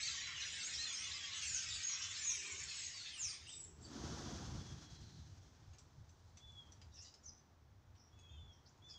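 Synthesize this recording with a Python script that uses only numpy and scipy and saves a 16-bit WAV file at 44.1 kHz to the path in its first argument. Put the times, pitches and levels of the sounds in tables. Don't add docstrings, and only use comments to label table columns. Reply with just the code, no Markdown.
import sys
import numpy as np
from scipy import signal
from scipy.fft import rfft, irfft, next_fast_len
from scipy.io import wavfile
from scipy.ndimage import uniform_filter1d

SR = 44100
rng = np.random.default_rng(int(sys.argv[2]) if len(sys.argv) > 2 else 0)


def generate_wav(signal):
    frames = np.transpose(np.atleast_2d(signal))
    scaled = np.clip(frames, -1, 1) * 32767
    pcm = np.round(scaled).astype(np.int16)
    wavfile.write(sys.argv[1], SR, pcm)


N = 396018
TIME = np.arange(N) / SR

# f/Hz, gain/dB
RUMBLE_EQ = [(20, -29), (40, -10), (60, -7), (75, 6), (100, 1), (140, -10), (200, -24), (400, -51.5),
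             (5000, -84)]
TRAFFIC_EQ = [(88, -13), (150, -0.5), (178, -9.5), (216, -6.5), (566, -15), (842, -12), (1300, -17),
              (1460, -18), (2820, -27), (3410, -24.5), (3650, -26), (4900, -27.5), (5820, -24), (7940, -36),
              (9270, -55), (12100, -87.5), (20400, -120)]
MIC_HISS_EQ = [(9000, -5), (13500, -11), (15000, 4.5), (16000, -12)]
# t/s, level/dB
THUMPS = [(.78, -61), (1.52, -57.5), (1.77, -59), (5.4, -63), (5.7, -57.5), (5.999, -55), (6.87, -62),
          (7.3, -64), (8.84, -66)]
# f/centre, level/dB
TICK_PARTIALS = [(.6, -15.5), (.8, -11.5), (1, 5.5), (1.22, -4.5)]
# t/s, low band/dB, middle band/dB, high band/dB
CHORUS_LEVELS = [(0.0, -49, -50, -51), (0.12, -51.5, -51.5, -52.5), (0.22, -51.5, -52.5, -65),
                 (0.36, -49, -56.5, -66), (0.46, -49.5, -53, -54.5), (0.56, -51.5, -54.5, -60),
                 (0.7, -53, -51.5, -55), (0.85, -53, -54.5, -53.5), (1.02, -53, -51.5, -61.5),
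                 (1.3, -52.5, -53, -56.5), (1.43, -52, -49.5, -48.5), (1.64, -54, -50, -55),
                 (1.76, -54, -52.5, -49), (1.95, -54, -51, -59.5), (2.11, -53, -55, -54.5),
                 (2.22, -53, -55, -55), (2.36, -55.5, -52.5, -51.5), (2.5, -55, -58, -56),
                 (2.78, -57, -51.5, -61), (2.97, -58, -57, -57.5), (3.15, -61, -57, -65),
                 (3.3, -57, -58, -60), (3.44, -66, -63, -75), (3.56, -71.5, -62.5, -66),
                 (3.68, -77, -76.5, -73)]
# f/Hz, gain/dB
CHORUS_EQ = [(400, -45), (650, -37), (900, -10), (1300, -11), (1900, -8), (2600, -3.5), (4200, -11),
             (6600, -5.5), (7800, -7), (8800, -13.5), (9800, -32), (12000, -61), (15000, -72)]
RASP_HISS_EQ = [(3000, -34), (6500, -2), (8500, 0), (10000, -5), (12000, -12.5), (15000, -6)]
CLICK_EQ = [(700, -3), (2600, 4.5), (7000, 1), (8500, -7), (11000, -28)]
OUTER_EQ = [(7500, 1), (9500, -25.5), (14000, -16.5)]
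NEAR_EQ = [(7500, -0.5), (8800, -10.5), (10000, -14.5), (11500, -12), (12600, -20), (14000, -33)]
# t/s, length/s, start f/Hz, end f/Hz, mid bow/Hz, level/dB, flutter/pitch
CHIRPS = [ (.005, 0.074, 3920, 4680, 170, -47, 0.02), (0.069, 0.021, 4770, 3850, -130, -42, 0.011),
          (0.044, 0.038, 6690, 6210, -73, -47, 0.038), (0, 0.049, 7600, 7740, 257, -52, 0.011),
          (0.162, .06, 5980, 5520, 6, -54, 0.0073), (0.26, 0.022, 5570, 6650, 199, -56, .012),
          (0.503, 0.23, 8050, 8200, 150, -59.5, 0.013), (0.638, 0.058, 8200, 7140, 7, -56, 0.011),
          (1.305, 0.047, 4180, 3810, 100, -51, 0.1), (1.474, 0.12, 8270, 8000, -5, -56.5, 0.025),
          (0.215, 0.12, 4010, 3950, 20, -55, .004), (0.399, 0.046, 4220, 3390, 147.5, -48, 0.04),
          (0.626, 0.055, 6070, 7040, -7, -46.5, 0.011), (0.775, 0.095, 3750, 3884, 422, -45.5, 0.011),
          (0.793, 0.053, 6300, 6880, -200, -53.5, 0.0054), (0.856, 0.067, 3720, 3260, -39, -49.5, 0.015),
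          (0.87, 0.1, 6800, 6240, 67, -49.5, 0.004), (0.922, 0.15, 8040, 8100, 495, -54.5, 0.023),
          (0.927, 0.097, 5250, 5900, -270, -50, 0.005), (0.992, 0.087, 6000, 6260, 122, -51.5, 0.015),
          (1.006, 0.11, 3090, 2890, -88, -57, .006), (1.111, 0.02, 3250, 5270, -78, -46.5, 0.071),
          (1.128, 0.048, 5430, 4880, -100, -50.5, 0.04), (1.222, 0.04, 3370, 3310, -100, -49.5, 0.0035),
          (1.35, 0.13, 3230, 2650, -75.5, -58.5, 0.008), (1.74, 0.04, 4900, 4550, -66, -50, 0.033),
          (1.7, 0.05, 3850, 3950, -54, -54, .02), (2.147, .03, 4500, 3940, -60, -53, .03),
          (2.167, .035, 5250, 4900, 98, -53, .04), (2.218, 0.053, 6120, 6200, 1, -49, 0.012),
          (3.039, .045, 4550, 3790, -58, -58.5, .03), (1.828, 0.12, 6470, 6580, 139, -42.5, 0.0052),
          (1.885, 0.07, 6380, 5430, -82.5, -47, 0.04), (2.009, 0.058, 6220, 4870, 116, -46.5, 0.2),
          (2.211, 0.17, 2366, 2287, 98, -57, 0.035), (2.389, 0.17, 2595, 2110, -18.5, -55.5, 0.018),
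          (2.312, 0.065, 9300, 9230, 7, -54, 0.007), (2.453, 0.093, 8430, 7200, -440, -53.5, 0.038),
          (2.545, 0.12, 6200, 6920, 194, -52, 0.058), (2.692, 0.22, 6870, 6380, -45.5, -52.5, 0.037),
          (2.75, 0.11, 8020, 7920, -350, -52, 0.0082), (2.934, 0.1, 4720, 4110, 57, -53.5, .008),
          (3.101, 0.11, 3470, 2680, -110, -57.5, 0.015), (3.125, 0.14, 8740, 8700, -2, -56, 0.0077),
          (3.243, 0.11, 8860, 8570, -4, -51, 0.0073), (3.459, 0.05, 2674, 3550, -180, -58.5, 0.029),
          (3.498, 0.06, 3585, 3620, 60, -59.5, 0.02), (3.467, 0.065, 8400, 7650, -80, -55.5, 0.02),
          (3.519, 0.043, 7250, 8040, 148, -53, 0.018), (3.558, 0.066, 7800, 7720, 104, -52, 0.0088),
          (3.615, 0.045, 7750, 7110, 248, -54.5, 0.017), (3.808, 0.065, 7560, 7900, -220, -63.5, 0.03),
          (3.834, 0.033, 4660, 4620, 7, -59, 0.026), (4.784, 0.49, 4110, 4040, 59, -74, .06),
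          (7.253, 0.05, 6240, 5690, 4, -55, 0.01), (7.279, 0.021, 5500, 4860, 3, -58.5, 0.017),
          (7.957, 0.15, 5770, 5550, 14, -75.5, 0.019), (7.97, 0.076, 5420, 5340, 2, -74, .05),
          (8.281, 0.093, 6620, 6550, -28, -80, .006), (8.834, .07, 6100, 6000, 2, -77, 0.013),
          (8.92, 0.065, 6750, 6720, -3, -69.5, 0.0071), (8.158, 0.25, 2630, 2690, -100, -82, 0.024),
          (8.287, .12, 3173, 2890, 237, -69, .012), (8.51, 0.067, 5600, 5520, 76, -75, 0.047),
          (8.653, 0.046, 4400, 6200, -190, -68.5, 0.12)]
# t/s, length/s, f/Hz, throat resonance/Hz, level/dB, low-harmonic weight
RASPS = [(0.393, 0.069, 1080, 6350, -52, 0.33), (0.586, 0.056, 978, 5070, -52, 0.28),
         (0.717, 0.068, 1140, 5350, -48, 0.76), (1.352, 0.17, 1051, 6140, -55.5, 0.52),
         (1.673, 0.12, 970, 4440, -53, 0.4), (2.138, 0.078, 1064, 4970, -55, 0.3),
         (2.662, 0.1, 876, 5000, -55, 0.83), (3.042, 0.073, 926, 4400, -52.5, 0.63),
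         (6.902, .17, 969, 5820, -61.5, 0.52), (7.0, 0.11, 1020, 6100, -61.5, 0.58),
         (7.222, 0.074, 1152, 6600, -67, 0.43), (8.86, 0.11, 871, 5870, -60.5, 0.56)]
# t/s, f/Hz, level/dB, buzz/0-1
SWOOPS = [
    [(1.45, 7800, -51, 0), (1.485, 7300, -47, 0), (1.5, 6990, -43.5, 0), (1.535, 6840, -46, .2),
     (1.547, 6600, -36.5, 0.55), (1.575, 6200, -41.5, 1), (1.6, 5700, -45, 0.8)],
    [(2.17, 7700, -57, 0.1), (2.22, 7100, -48, 0), (2.26, 6820, -42, 0.3), (2.285, 6550, -35, 0.1),
     (2.31, 6000, -37.5, 1), (2.335, 5500, -45, .7)],
    [(3.16, 7760, -68, 0.1), (3.19, 7550, -50.5, 0.2), (3.21, 7050, -40.5, 0.5), (3.25, 5840, -39.5, .9),
     (3.28, 5260, -44.5, 0.9), (3.32, 4420, -49, 0.5)],
]
# t/s, level/dB, centre f/Hz, decay/s, click re ring before trim/dB
TICKS = [(3.492, -53, 6500, 0.0047, 10), (5.733, -65, 6460, 0.021, 11), (5.784, -52, 5750, 0.0058, -6),
         (5.788, -61.5, 7600, 0.0087, -20), (6.091, -65.5, 6120, 0.011, 0), (6.371, -55.5, 6000, 0.011, 2),
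         (6.721, -52.5, 5840, 0.0053, -10), (6.815, -55.5, 4900, 0.0077, 6),
         (7.14, -53.5, 5170, 0.0073, -13), (7.953, -67.5, 3180, .008, -9), (8.189, -65.5, 6550, 0.021, 0),
         (6.52, -60, 6070, .0025, -2), (7.384, -59, 5930, .0015, -3), (8.777, -68, 6660, .004, -4)]
# start t/s, length/s, level/dB
PERCH_SHIFTS = [(2.355, 0.27, -66.5), (3.532, 0.95, -69.5)]
# f/Hz, gain/dB
WING_EQ = [(24, -26), (40, -8.5), (76, -12), (168, -11), (304, -1), (490, -20.5), (690, -14), (810, -12),
           (1400, -12), (2210, -28.5), (2830, -28.5), (3400, -22.5), (3730, -25), (6290, -20.5),
           (9270, -47), (12100, -60), (15000, -52), (20400, -120)]
# t/s, low push/dB, whoosh/dB
WING_AIR_LEVELS = [(3.6, -95, -90), (3.73, -63, -76), (3.82, -64.5, -65), (3.96, -63, -53),
                   (4.03, -50, -53), (4.2, -53, -52.5), (4.34, -54, -54), (4.47, -51.5, -58),
                   (4.57, -46.5, -52), (4.67, -60, -61.5), (4.74, -49.5, -61.5), (4.86, -68, -67.5),
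                   (4.916, -52, -64), (4.964, -67, -73), (5.02, -56, -62), (5.1, -65, -70.5),
                   (5.15, -59, -63), (5.2, -54.5, -70), (5.27, -72, -74), (5.6, -70, -78)]
# t/s, length/s, f/Hz, final fall/pitch, level/dB, octave overtone/dB
LONE_NOTES = [(4.2, 0.2, 3360, 0.036, -74, -28), (4.581, .19, 3420, 0.07, -70.5, -30),
              (4.78, .3, 3350, 0.05, -77, -30), (6.388, 0.32, 3490, 0.11, -64.5, -26),
              (8.108, 0.28, 3450, 0.11, -72.5, -16), (8.278, .33, 3610, 0.17, -70, -20),
              (8.812, 0.23, 3540, 0.14, -65.5, -22)]


def amp(db):
    return 10 ** (np.asarray(db) / 20)


def unit(x):
    return x / np.sqrt(np.mean(x ** 2) + 1e-20)


def add(mix, t_s, sound):
    at = round(t_s * SR)
    sound = sound[max(-at, 0):]
    part = mix[max(at, 0):][:len(sound)]
    part += sound[:len(part)]


def eq(x, points):
    hz, db = np.transpose(points)
    size = next_fast_len(len(x))
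    bins_hz = np.fft.rfftfreq(size, 1 / SR)
    gain = amp(np.interp(np.log(bins_hz + 1), np.log(hz), db))
    return irfft(rfft(x, size) * gain, size)[:len(x)]


def band(x, lo_hz, hi_hz):
    return signal.sosfilt(signal.butter(3, [lo_hz, hi_hz], "band", fs=SR, output="sos"), x)


def envelope(rows, column, fade_db_per_s=108):
    rows = np.array(rows)
    after_s = np.maximum(TIME - rows[-1, 0], 0)
    return amp(np.interp(TIME, rows[:, 0], rows[:, column]) - fade_db_per_s * after_s)


def wobble(size, rate_hz):
    knots = rng.standard_normal(640)
    return np.interp(np.arange(size) * (rate_hz / SR), np.arange(len(knots)), knots)


def steady(x, span_s):
    return x / np.sqrt(abs(uniform_filter1d(x ** 2, int(span_s * SR))) + 1e-12)


def garden(x, wet_db, t60_s):
    t = np.arange(SR) / SR
    taps = rng.choice([-1., 1.], SR) * (rng.random(SR) < 2500 / SR) * (t > .003)
    tail = taps * (amp(-60 * t / t60_s) + 0.73 * np.exp(-t / 0.011))
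    echoes = signal.oaconvolve(x, tail / np.linalg.norm(tail))[:N]
    return (x + amp(wet_db) * echoes) / np.hypot(1, amp(wet_db))


def outdoors(rumble_db=-66.5, lumps_db=4.8, lumps_hz=11, thump_s=0.046, traffic_db=-71, hiss_db=-95):
    low, wash, hiss = rng.standard_normal((3, N))
    thumps = sum(amp(db) * np.exp(-((TIME - t_s) / thump_s) ** 2) for t_s, db in THUMPS)
    lumps = amp(rumble_db + lumps_db * wobble(N, lumps_hz))
    rumble = np.hypot(lumps, thumps) * steady(eq(low, RUMBLE_EQ), .15)
    traffic = amp(traffic_db + 1.2 * wobble(N, 3)) * unit(eq(wash, TRAFFIC_EQ))
    return rumble + traffic + amp(hiss_db) * unit(band(eq(hiss, MIC_HISS_EQ), 9000, 16000))


def whistle(length_s, start_hz, mid_hz, end_hz, flutter, overtone_db, attack_s=0.013, release_share=0.32):
    u = np.linspace(0, 1, int(length_s * SR))
    arch_hz = mid_hz - (start_hz + end_hz) / 2
    hz = start_hz + (end_hz - start_hz) * u + arch_hz * (1 - (2 * u - 1) ** 2)
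    buzz_hz = 190 * rng.uniform(0.797, 1.25)
    buzz = np.minimum(2 * u, 1) * np.sin(2 * np.pi * buzz_hz * length_s * u)
    waver = flutter * (wobble(len(u), 1295) + 0.35 * buzz) + 0.003 * wobble(len(u), 34.5)
    phase = 2 * np.pi * np.cumsum(hz * (1 + waver)) / SR
    tone = np.sin(phase) + amp(overtone_db) * np.sin(2 * phase)
    shake_db = np.tanh(flutter / 0.013) * (4.5 * wobble(len(u), 170) + 4 * buzz)
    gate = np.minimum(u * length_s / attack_s, 1) * np.minimum((1 - u) / release_share, 1)
    return unit(tone * amp(shake_db) * gate)


def rasp(length_s, start_hz, end_hz, throat_hz, jitter=0.082, bend=0.0299, width_oct=0.47, low_weight=1):
    size = int(length_s * SR)
    waver = jitter * wobble(size, 1500) + bend * wobble(size, 68.54)
    phase = 2 * np.pi * np.cumsum(np.linspace(start_hz, end_hz, size) * (1 + waver)) / SR
    orders = np.arange(2, 9)
    ratio = orders * start_hz / throat_hz
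    weights = np.exp(-(np.log2(ratio) / width_oct) ** 2) + low_weight * ratio * (ratio < 1)
    harmonics = np.sin(orders[:, None] * phase) * amp([6 * wobble(size, 40) for _ in orders])
    return unit(weights @ harmonics * amp(3 * wobble(size, 300)) * signal.windows.tukey(size, .7))


def tick(centre_hz, decay_s, click_db, width_hz=170, click_trim_db=-5, attack_s=0.00038):
    t = np.arange(2048) / SR
    noise = rng.standard_normal(len(t))
    radius = np.exp(-np.pi * width_hz / SR)
    ring = np.zeros(len(t))
    for ratio, db in TICK_PARTIALS:
        feedback = [1, -2 * radius * np.cos(2 * np.pi * centre_hz * ratio / SR), radius ** 2]
        ring += amp(db) * unit(signal.lfilter([1, 0, -1], feedback, noise))
    click = amp(click_db + click_trim_db) * unit(eq(noise, CLICK_EQ))
    return unit(unit(ring) + click) * np.exp(-t / decay_s) * (1 - np.exp(-t / attack_s))


def chorus(count=1100, spread_db=1.27):
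    crown = np.zeros((4, N))
    for k, (when, kind, pitch, span, glide, arch, rough, near) in enumerate(rng.random((count, 8))):
        hz = 900 * (7400 / 900) ** (pitch ** .65)
        if kind < .52:
            flutter = 0.006 + 0.03 * rough ** 2 + .08 * (1 - pitch) ** 8
            fall = .25 * (glide - .3) * (0.393 + span)
            path_hz = hz * (1 + fall / 2), hz * (1 + .14 * (arch - .5)), hz * (1 - fall / 2)
            sound = whistle(0.03 + .13 * span ** 2, *path_hz, flutter, overtone_db=-6)
        elif kind < .82:
            start_hz = 650 + 500 * arch
            end_hz = start_hz * (1.1 - .3 * glide)
            sound = amp(-0.5) * rasp(0.0282 + .09 * span, start_hz, end_hz, throat_hz=max(hz, 2200))
        else:
            sound = amp(5) * tick(2500 + 5000 * pitch, decay_s=0.00085 + 0.0015 * span, click_db=-1.2)
        near_db = spread_db * min(-np.log(1 - near), 2.5)
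        add(crown[k % len(crown)], 4.3 * when - .3, amp(near_db) * sound)
    voices = eq(sum(garden(part, wet_db=-1.5, t60_s=1) for part in crown), CHORUS_EQ)
    low = steady(band(voices, 500, 3500), .15) * envelope(CHORUS_LEVELS, column=1)
    middle = steady(band(voices, 3700, 5500), .1) * envelope(CHORUS_LEVELS, column=2)
    high = steady(band(voices, 5900, 14000), .1) * envelope(CHORUS_LEVELS, column=3)
    return amp(-1.6) * low + amp(0.2) * middle + amp(-1.2) * high


def outer_birds(count=100, until_s=3.15, trim_db=-8):
    chirps = np.zeros(N)
    for when, pitch, span, glide, arch in rng.random((count, 5)):
        hz = 1500 * (7800 / 1500) ** (pitch ** .75)
        drop = 0.078 * (glide - .4)
        path_hz = hz * (1 + drop), hz * (1 + 0.1184 * (arch - .4)), hz * (1 - drop)
        note = whistle(.02 + .06 * span, *path_hz, flutter=0.016, overtone_db=-24, attack_s=.005)
        add(chirps, until_s * when, amp(4 * pitch) * note)
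    chirps = garden(eq(chirps, OUTER_EQ), wet_db=-0.5, t60_s=0.9)
    return amp(trim_db) * chirps * envelope(CHORUS_LEVELS, column=1)


def near_birds():
    chirps, cries, rasps, ticks = np.zeros((4, N))
    for t_s, length_s, start_hz, end_hz, bow_hz, db, flutter in CHIRPS:
        path_hz = start_hz, (start_hz + end_hz) / 2 + bow_hz, end_hz
        note = whistle(length_s, *path_hz, flutter, overtone_db=-40, attack_s=0.01, release_share=0.18)
        add(chirps, t_s, amp(db) * note)
    for curve in SWOOPS:
        add(cries, curve[0][0], swoop(curve))
    for t_s, length_s, hz, throat_hz, db, low_weight in RASPS:
        voice = rasp(length_s, hz, 0.9 * hz, throat_hz, jitter=0.0573, bend=0.0273,
                     width_oct=0.22, low_weight=low_weight)
        add(rasps, t_s, amp(db) * (voice + amp(-19) * rasp_hiss(length_s)))
    for t_s, db, centre_hz, decay_s, click_db in TICKS:
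        add(ticks, t_s, amp(db) * tick(centre_hz, decay_s, click_db, width_hz=270))
    calls = (garden(chirps, wet_db=-3, t60_s=0.4) + garden(cries, wet_db=-2.5, t60_s=0.4)
             + garden(rasps, wet_db=-3, t60_s=0.37) + garden(ticks, wet_db=-2, t60_s=0.24))
    return eq(calls, NEAR_EQ)


def rasp_hiss(length_s, rattle_hz=210, rattle_db=4):
    size = int(length_s * SR)
    hiss = eq(rng.standard_normal(size), RASP_HISS_EQ)
    return unit(hiss * amp(rattle_db * wobble(size, rattle_hz)) * signal.windows.tukey(size, .7))


def swoop(curve, buzz_hz=152.2, warble=0.052, flutter=.01, chop_db=7, edge_s=.006):
    curve = np.array(curve)
    t = np.arange(curve[0, 0], curve[-1, 0], 1 / SR)
    hz, db, buzz = (np.interp(t, curve[:, 0], column) for column in curve.T[1:])
    buzz_phase = 2 * np.pi * np.cumsum(buzz_hz * (1 + .1 * wobble(len(t), 100))) / SR
    waver = flutter * wobble(len(t), 890) + warble * buzz * np.cos(buzz_phase)
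    phase = 2 * np.pi * np.cumsum(hz * (1 + waver)) / SR
    tone = np.sin(phase) + amp(-29) * buzz * np.sin(2 * phase)
    pulses = amp(chop_db * buzz * (np.sin(buzz_phase) - .5))
    gate = np.minimum(np.minimum(t - t[0], t[-1] - t) / edge_s, 1)
    return np.sqrt(2) * amp(db) * tone * pulses * gate


def wingbeats(count, sharpness=5):
    t = TIME[::64]
    power = np.zeros(len(t))
    for near, pace, phase in rng.random((count, 3)):
        beat_hz = 12 * (0.64 + .4 * pace)
        power += amp(3.1 * near) * np.exp(sharpness * np.cos(2 * np.pi * (beat_hz * t + phase)))
    return unit(np.sqrt(np.interp(TIME, t, power)) * rng.standard_normal(N))


def perch_shifts():
    wings = unit(band(wingbeats(count=9), 303, 454))
    return wings * sum(amp(db) * np.exp(-(2 * (TIME - start_s) / length_s - 1) ** 2)
                       for start_s, length_s, db in PERCH_SHIFTS)


def take_off():
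    wings = eq(wingbeats(count=48), WING_EQ)
    push = steady(band(wings, 56.5, 149.5), 0.08) * envelope(WING_AIR_LEVELS, column=1)
    whoosh = steady(band(wings, 159, 413), 0.15) * envelope(WING_AIR_LEVELS, column=2)
    whirr = unit(band(wings, 620, 1940)) * departure(db=-59.5, hold_s=0.27, fade_db_per_s=23.5)
    swish = unit(band(wings, 2210, 18000)) * departure(db=-56, hold_s=0.23, fade_db_per_s=15.5)
    flaps = near_wings() * departure(db=-50, hold_s=0.25, fade_db_per_s=30.5)
    return amp(0.5) * push + amp(-1.5) * whoosh + whirr + swish + flaps


def departure(db, hold_s, fade_db_per_s, aloft_s=4.08, leap_s=.3):
    early_s = np.maximum(aloft_s - TIME, 0)
    late_s = np.maximum(TIME - aloft_s - hold_s, 0)
    return amp(db - 20 * np.minimum(early_s / leap_s, 10) ** 2 - fade_db_per_s * late_s)


def near_wings(count=16, start_s=3.78, strokes=14, stroke_s=.012, spread_db=4):
    t = np.arange(4096) / SR
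    stroke = t / stroke_s * np.exp(-2 * t / stroke_s)
    flaps = np.zeros(N)
    for smallness, (when, pace, far) in zip(np.linspace(0, 1, count), rng.random((count, 3))):
        hz = 200 * (1600 / 200) ** smallness
        beat_hz = 13 * (.8 + .4 * pace)
        gain = amp(-spread_db * far - 10 * smallness)
        puffs = band(rng.standard_normal((strokes, len(t))), hz / 1.15, hz * 1.15)
        for k, puff in enumerate(puffs):
            add(flaps, start_s + .2 * when + k / beat_hz, gain * unit(puff * stroke))
    return garden(flaps, wet_db=-4, t60_s=.4) / np.sqrt(count)


def lone_caller(scoop=0.13, scoop_s=0.016, flutter=0.0034, attack_s=0.034, hold_share=0.73, fade_db=22):
    notes = np.zeros(N)
    for t_s, length_s, hz, fall, db, overtone_db in LONE_NOTES:
        t = np.arange(0, length_s, 1 / SR)
        u = t / length_s
        glide_hz = hz * (1 - scoop * np.exp(-t / scoop_s)) * (1 - fall * u ** 2)
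        phase = 2 * np.pi * np.cumsum(glide_hz * (1 + flutter * wobble(len(t), 60))) / SR
        tone = np.sin(phase) + amp(overtone_db) * np.sin(2 * phase)
        shimmer_db = 2.5 * wobble(len(t), 30)
        tail_db = -fade_db * np.maximum(u - hold_share, 0) / (1 - hold_share)
        gate = np.minimum(t / attack_s, 1) * signal.windows.tukey(len(t), .1)
        add(notes, t_s, amp(db) * unit(tone * gate * amp(shimmer_db + tail_db)))
    return garden(notes, wet_db=-5, t60_s=0.5)


def far_wings(db=-80, peak_s=6.48, span_s=.6):
    swell = amp(db) * np.exp(-((TIME - peak_s) / span_s) ** 2)
    return swell * unit(band(wingbeats(count=30), 3500, 6950))


def scene():
    voices = chorus() + outer_birds() + near_birds() + lone_caller()
    wings = take_off() + far_wings() + perch_shifts()
    return (voices + wings + outdoors())[None]


def record(dry):
    lowpass = signal.firwin(511, 15750, window=("kaiser", 9), fs=SR)
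    return signal.oaconvolve(dry, lowpass[None], "same")


dry = scene()
out = record(dry)
generate_wav(out)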